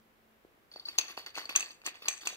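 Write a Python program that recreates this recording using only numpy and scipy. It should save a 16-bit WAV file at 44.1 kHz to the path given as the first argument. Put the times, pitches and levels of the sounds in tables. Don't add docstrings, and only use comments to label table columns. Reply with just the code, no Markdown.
import sys
import numpy as np
from scipy import signal
from scipy.fft import rfft, irfft
from scipy.io import wavfile
from scipy.ndimage import uniform_filter1d

SR = 44100
rng = np.random.default_rng(int(sys.argv[2]) if len(sys.argv) > 2 else 0)


def rack_gain(trim_db):
    fader = np.asarray(trim_db, float)
    return 10 ** (fader / 20)


def output_pcm(signal):
    pcm = np.clip(np.atleast_2d(signal).T, -1, 1) * 32767
    wavfile.write(sys.argv[1], SR, np.round(pcm).astype(np.int16))


N = 104164
TIME = np.arange(N) / SR

# pitch in Hz, level in dB per Hz.
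CRACK_COLOUR = [(300, -23.5), (1200, 1.5), (3500, 7), (8000, -12), (10500, -10.5), (15500, -6.5)]


def evened(x):
    return x / np.sqrt(np.mean(x ** 2) + 1e-20)


def read(points, hz):
    point_hz, value = np.transpose(points)
    return np.interp(np.log(hz + 1), np.log(point_hz + 1), value)


def coloured(x, points):
    log_gain = np.log(rack_gain(read(points, abs(np.fft.fftfreq(2048, 1 / SR)))))
    spectrum = np.exp(np.conj(signal.hilbert(log_gain)))
    taps = np.fft.ifft(spectrum).real[:1024]
    return ringing(x, taps / np.linalg.norm(taps))


def ringing(pushes, shape):
    return signal.oaconvolve(pushes, shape)[:N]


def clicks(times, sizes):
    out = np.zeros(N)
    samples = np.round(np.asarray(times) * SR).astype(int)
    np.add.at(out, np.minimum(samples, N - 1), sizes)
    return out


def grains(per_s, spread_db):
    chance, sign, size = rng.random((N, 3)).T
    sizes = rack_gain(-spread_db * np.log(np.maximum(size, .02)))
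    return evened((chance < per_s / SR) * np.sign(sign - .5) * sizes)


def activity():
    # start in seconds, level in dB, rise in seconds, time to fall 60 dB in seconds,
    # extra rattle high on the wall in dB.
    slides = [(0.714, -59, 0.0042, 0.82, -23), (0.864, -52.5, 0.008, 0.75, -31),
              (0.985, -27, 0.001, 0.039, 12.5), (1.006, -48, 0.0019, 0.45, 12),
              (1.078, -47.5, 0.022, 0.17, -5), (1.168, -45.5, 0.0035, 0.27, -24),
              (1.26, -46, 0.0032, 0.15, -29), (1.336, -43, 0.043, 0.33, -1.5),
              (1.492, -40.5, 0.0022, 0.19, -27), (1.55, -41.5, 0.0063, 0.28, -36),
              (1.606, -47.5, 0.0037, 0.38, 10.5), (1.702, -55, 0.015, 0.053, 0),
              (1.842, -40.5, 0.029, 0.13, 2), (1.941, -59, 0.0021, 0.6, 0), (2.018, -49, 0.0047, 0.18, -27),
              (2.053, -47.5, 0.0028, 0.25, -19), (2.079, -45.5, 0.00081, 0.38, 15),
              (2.208, -51, 0.0048, 0.35, 1.5), (2.252, -41.5, 0.003, 0.11, 2),
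              (2.271, -46, 0.0034, 0.44, 8)]
    start, level_db, rise, t60, high_db = np.transpose(slides)[:, :, None]
    age = np.maximum(TIME - start, 0)
    swell = np.minimum(age / np.maximum(rise, .001), 1)
    fall = rack_gain(level_db - 60 * np.maximum(age - rise, 0) / t60)
    power = (swell * fall) ** 2
    total = power.sum(0)
    high = np.sqrt((power * rack_gain(2 * high_db)).sum(0) / (total + 1e-20))
    return np.sqrt(total), high


def wall(moving, high):
    # time in seconds, then middle, low and high ring in dB.
    clinks = [(0.7153, -48, -75, -90), (0.7234, -54, -75, -84), (0.739, -49, -68, -75),
              (0.7596, -44.5, -63, -70), (.762, -46, -53, -70), (0.77, -46, -77, -80),
              (0.7972, -38, -77, -69), (0.8539, -38, -77, -79), (.857, -35.5, -75, -78),
              (0.8683, -65, -70, -82), (0.886, -32, -45, -58), (.896, -55, -55, -83),
              (0.9804, -34.5, -52, -42), (0.9852, -19.5, -22, -21.5), (1.012, -47, -33, -34),
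              (1.082, -41, -53, -52), (1.107, -45, -38.5, -65), (1.175, -37, -35, -58),
              (1.2626, -43, -45, -54.5), (1.304, -52, -62, -61), (1.354, -38, -35, -47),
              (1.377, -52, -38, -49), (1.382, -50, -44, -42), (1.406, -47, -56, -62),
              (1.455, -34, -61, -54), (1.4925, -64, -32, -46), (1.519, -50.5, -48, -61),
              (1.553, -46, -25.5, -43), (1.5602, -30, -29.5, -19.5), (1.574, -46, -30, -37.5),
              (1.596, -50, -48, -33), (1.6058, -37.5, -30, -34.5), (1.627, -56, -30.5, -50),
              (1.66, -40, -58, -62), (1.707, -42, -56, -65), (1.817, -55.5, -48.5, -69),
              (1.8467, -57, -55, -67), (1.856, -59, -43.5, -57), (1.8634, -35, -30, -34),
              (1.884, -57, -32, -67), (1.955, -57.5, -42.5, -64), (2.024, -44, -43, -78),
              (2.057, -37, -52, -76), (2.0837, -23, -21.5, -22.5), (2.177, -67, -46, -50),
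              (2.208, -50, -71, -62), (2.259, -34, -59, -63), (2.2722, -32.5, -23, -28),
              (2.289, -41, -39.5, -47), (2.298, -42, -46, -48.5)]
    # pitch in Hz, level in dB, time to fall 60 dB in seconds.
    middle_modes = [(4536, -1.5, 0.035), (4563, -6, 0.012), (4640, -23, 0.013), (4674, -8.5, 0.019),
                    (3470, -19, 0.017), (12980, -20.5, .012), (15200, -15, 0.0033)]
    low_modes = [(2050, -15, .02), (2420, -14, .02), (2585, -4, .035), (2700, -12, .02), (3150, -21, .015)]
    high_modes = [(5730, -14, 0.0079), (5930, -6.5, 0.029), (6180, -15.5, 0.018), (6370, -1.5, 0.04),
                  (6436, -6.5, 0.024), (6460, -18, 0.0075), (7200, -27, 0.024), (9330, -17, 0.017)]
    base_modes = [(2245, -56, 0.12), (2390, -18.5, 0.18), (3840, -13, 0.016), (7480, -13, 0.02),
                  (7600, -15, 0.044), (8016, -11.5, 0.034), (8205, -10, 0.021), (8820, -22, 0.012)]
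    ring_db = (0.033, 2.3, 3.57, 9.3)
    # time in seconds, base level in dB.
    tipping = [
        (1.2, -16),
        (1.5, -3),
        (2.05, 0.1),
    ]
    rattle_db = (6, -3, -3.5, -1)
    bounce_s, bounce_db = 0.001122, -5
    rise_s, scatter_db = .0003, 2.2
    contact_s, rings_on = 0.0045, 0.29
    split = .017

    rows, t, out = np.array(clinks), np.arange(4000) / SR, np.zeros(N)
    times = rows[:, 0]
    base_shown = rack_gain(np.interp(TIME, *np.transpose(tipping)))
    damped = rings_on + (1 - rings_on) * np.exp(-t / contact_s)
    free = TIME < .95
    for k, family in enumerate((middle_modes, low_modes, high_modes, base_modes)):
        shown = base_shown if family is base_modes else 1
        small = moving * grains(490, 0) * rack_gain(rattle_db[k]) * (high if k else 1)
        for hz, db, t60 in family:
            shape = rack_gain(db - 60 * t / t60) * (1 - np.exp(-t / rise_s))
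            ring = shape * np.sin(2 * np.pi * hz * t)
            column = 2 if hz < 3000 else min(k + 1, 3)
            scatter = scatter_db * rng.standard_normal(len(rows))
            size = rack_gain(rows[:, column] + ring_db[k] + scatter)
            strikes = clicks(times, size) + clicks(times + bounce_s, size * rack_gain(bounce_db))
            out += ringing(strikes * shown * ~free, damped * ring)
            out += ringing(strikes * shown * free, ring)
            rattle = small * rng.standard_normal(N) / np.sqrt(t60 * SR / 5)
            lean = rng.integers(-1, 2, N)
            for side in (-1, 0, 1):
                shifted = shape * np.sin(2 * np.pi * hz * (1 + split * side) * t)
                out += ringing(rattle * (lean == side) * shown, shifted)
    return out + crack(times, rows[:, 3])


def crack(times, level_db):
    fade = np.exp(-np.arange(4000) / SR / 0.0061)
    burst = ringing(clicks(times, rack_gain(level_db - 4.5)), fade)
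    return coloured(burst * rng.standard_normal(N), CRACK_COLOUR)


def thud(hz, cycles):
    turns = np.arange(1200) / SR * hz
    return np.sin(2 * np.pi * turns) * np.exp(-turns / cycles * 0.5)


def berries(moving):
    # time in seconds, peak in dB, pitch of the thud in Hz. The rows at 0.543 and 0.577 s are the
    thuds = [(0.449, -39.5, 394), (0.543, -52, 200), (0.577, -51, 322), (0.7606, -30.5, 675),
             (0.884, -32, 1437), (.985, -26, 1180), (1.012, -41, 1175), (1.109, -38.5, 945),
             (1.1766, -22, 933), (1.262, -43.5, 900), (1.377, -21, 1040), (1.3834, -22, 1285),
             (1.457, -39.5, 670), (1.4928, -26.5, 1310), (1.508, -32, 1100), (1.551, -36, 1240),
             (1.5605, -23, 1100), (1.607, -32.5, 1130), (1.629, -35, 980), (1.704, -42.5, 670),
             (1.793, -58, 1850), (1.8173, -44.5, 1280), (1.838, -39, 1540), (1.862, -39, 1090),
             (1.875, -43, 364), (1.953, -42.5, 890), (2.023, -43.5, 490), (2.055, -40, 1080),
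             (2.084, -25.5, 790), (2.254, -34, 1100), (2.259, -48, 1260), (2.271, -23, 1050),
             (2.328, -38, 600)]
    times, peaks_db, _ = np.transpose(thuds)
    out = coloured(clicks(times, rack_gain(peaks_db - 15)), CRACK_COLOUR)
    for s, db, hz in thuds:
        part = out[round(s * SR):][:1200]
        part += rack_gain(db - 0.5) * thud(hz, 0.3)[:len(part)]
    for hz, db in ((330, -11), (600, -12.5), (1170, -3.5), (2000, 0.5)):
        knock = thud(hz, 0.71)
        patter = moving * grains(350 / 4, 2.3)
        out += ringing(patter, rack_gain(db - 6) * knock / np.linalg.norm(knock))
    return out


def sugar(moving):
    # pitch in Hz, level in dB per Hz.
    sugar_colour = [(300, -10.5), (1200, -6), (3500, 6), (5500, -4.5), (8000, -11.5), (10500, -12.5),
                    (14500, -10), (16000, -12)]
    clump_s, clump_db = .008, 2.5
    width, out = round(clump_s * SR), np.zeros(N)
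    for hz in np.geomspace(600, 16000, num=14):
        turns = np.arange(600) / SR * hz
        ping = np.sin(2 * np.pi * turns) * np.exp(-np.pi * turns / 4.3)
        ping = ping * np.sqrt(hz) / np.linalg.norm(ping)
        drift = uniform_filter1d(rng.standard_normal(N), width)
        clumps = evened(uniform_filter1d(drift, width))
        out += ringing(evened(rack_gain(clump_db * clumps)) * grains(5000 / 4, 3), ping)
    return rack_gain(-1.5) * coloured(moving * evened(out), sugar_colour)


def ports(x, lag_s):
    # delay in seconds, level in dB.
    table_echo = [
        (.0011, -84),
        (.0027, -19.5),
    ]
    # pitch in Hz, left minus right in dB.
    left_over = [(60, 18), (180, -1), (550, 2), (1650, -0.5), (4500, 0), (6400, 4.5), (8200, 4), (15000, 2)]
    # pitch in Hz, lead of the left in radians.
    left_lead = [(400, 0.74), (1200, 1.1), (1700, 2.75), (2200, 3.52), (2600, 3.87), (4500, 4.4),
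                 (6400, 4.54), (7600, 6), (14000, 5.7)]
    hz, z = np.fft.rfftfreq(N, 1 / SR), rfft(x)
    echoes = sum(rack_gain(db) * np.exp(-2j * np.pi * hz * s) for s, db in table_echo)
    z = z * (1 + echoes)
    lead = np.exp(.5j * read(left_lead, hz) - 1j * np.pi * hz * lag_s)
    tilt = rack_gain(read(left_over, hz) / 2) * lead
    return irfft(np.array([z * tilt, z / tilt]), N)


def sway(pair):
    # pitch in Hz, drift in radians.
    sway_turn = [(400, .2), (1200, .45), (3000, .55), (7000, .6), (11000, 1.7)]
    hz, _, z = signal.stft(pair, SR, nperseg=512, noverlap=384)
    field = rng.standard_normal((2,) + z.shape[1:])
    for size, axis in ((6, 1), (6, 1), (50, 2)):
        field = uniform_filter1d(field, size, axis)
    turn, lean = evened(field)
    balance = rack_gain(.5 * 2 * lean)
    tilt = np.exp(.5j * read(sway_turn, hz)[:, None] * turn) * balance
    return signal.istft(z * np.array([tilt, 1 / tilt]), SR, nperseg=512, noverlap=384)[1][:, :N]


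def room(x):
    # pitch in Hz, time to fall 60 dB in seconds.
    room_t60 = [(300, 0.51), (2000, 0.4), (8000, 0.11)]
    taps = np.zeros((2, SR // 2))
    at = np.arange(300, SR // 2 - 20, 20)
    places = at + rng.integers(0, 20, (2, len(at)))
    np.put_along_axis(taps, places, rng.choice([-1., 1.], (2, len(at))), 1)
    hz, t, z = signal.stft(taps, SR, nperseg=256)
    fade = rack_gain(-60 * t / read(room_t60, hz)[:, None])
    tail = signal.istft(z * fade, SR, nperseg=256)[1]
    return signal.fftconvolve(x[None], tail / np.linalg.norm(tail[0]), axes=1)[:, :N]


def kitchen():
    # pitch in Hz, left-right likeness from -1 to 1.
    likeness = [(30, 1), (120, 0.15), (300, 0.91), (950, -0.23), (15000, 0.21)]
    # pitch in Hz, level in dB per Hz.
    hiss_colour = [(25, -18), (45, -10.5), (150, -11), (400, -9.5), (2000, -15.5), (5500, -29.5),
                   (9000, -33), (15500, -26.5)]
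    # time in seconds, hum pitch in Hz, level in dB.
    hum_path = [
        (0, 222, -71),
        (.1, 225, -77),
        (.2, 221, -78.5),
        (.24, 223.6, -73),
        (.35, 220.8, -72),
        (.4, 214, -83),
    ]
    hz = np.fft.rfftfreq(N, 1 / SR)
    a, b = rfft(rng.standard_normal((2, N)))
    same = np.clip(read(likeness, hz), -1, 1)
    both = np.array([a, same * a + np.sqrt(1 - same ** 2) * b])
    hiss = irfft(both * rack_gain(read(hiss_colour, hz)), N)
    s, hum_hz, hum_db = np.transpose(hum_path)
    turn = 2 * np.pi * np.cumsum(np.interp(TIME, s, hum_hz)) / SR
    level = rack_gain(np.interp(TIME, s, hum_db, right=-110)) * np.sqrt(2)
    hum = level * (np.sin(turn) + rack_gain(-15) * np.sin(2 * turn))
    return rack_gain(-69) * hiss / np.std(hiss.mean(0)) + hum


def scene():
    moving, high = activity()
    cut = signal.butter(2, 278, "highpass", fs=SR, output="sos")
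    glass, loose = signal.sosfilt(cut, [wall(moving, high), berries(moving) + sugar(moving)])
    direct = ports(glass, 0) + ports(loose, .00008)
    return sway(direct) + rack_gain(-16) * room(glass + loose) + kitchen()


def band_limit(x):
    return signal.sosfilt(signal.butter(12, 16650, fs=SR, output="sos"), x)


def record(dry):
    edge = signal.firwin(255, 15720, window=("kaiser", 5), fs=SR)
    limited = signal.oaconvolve(dry, edge[None], "same")
    return band_limit(limited)


dry = scene()
out = record(dry)
output_pcm(out)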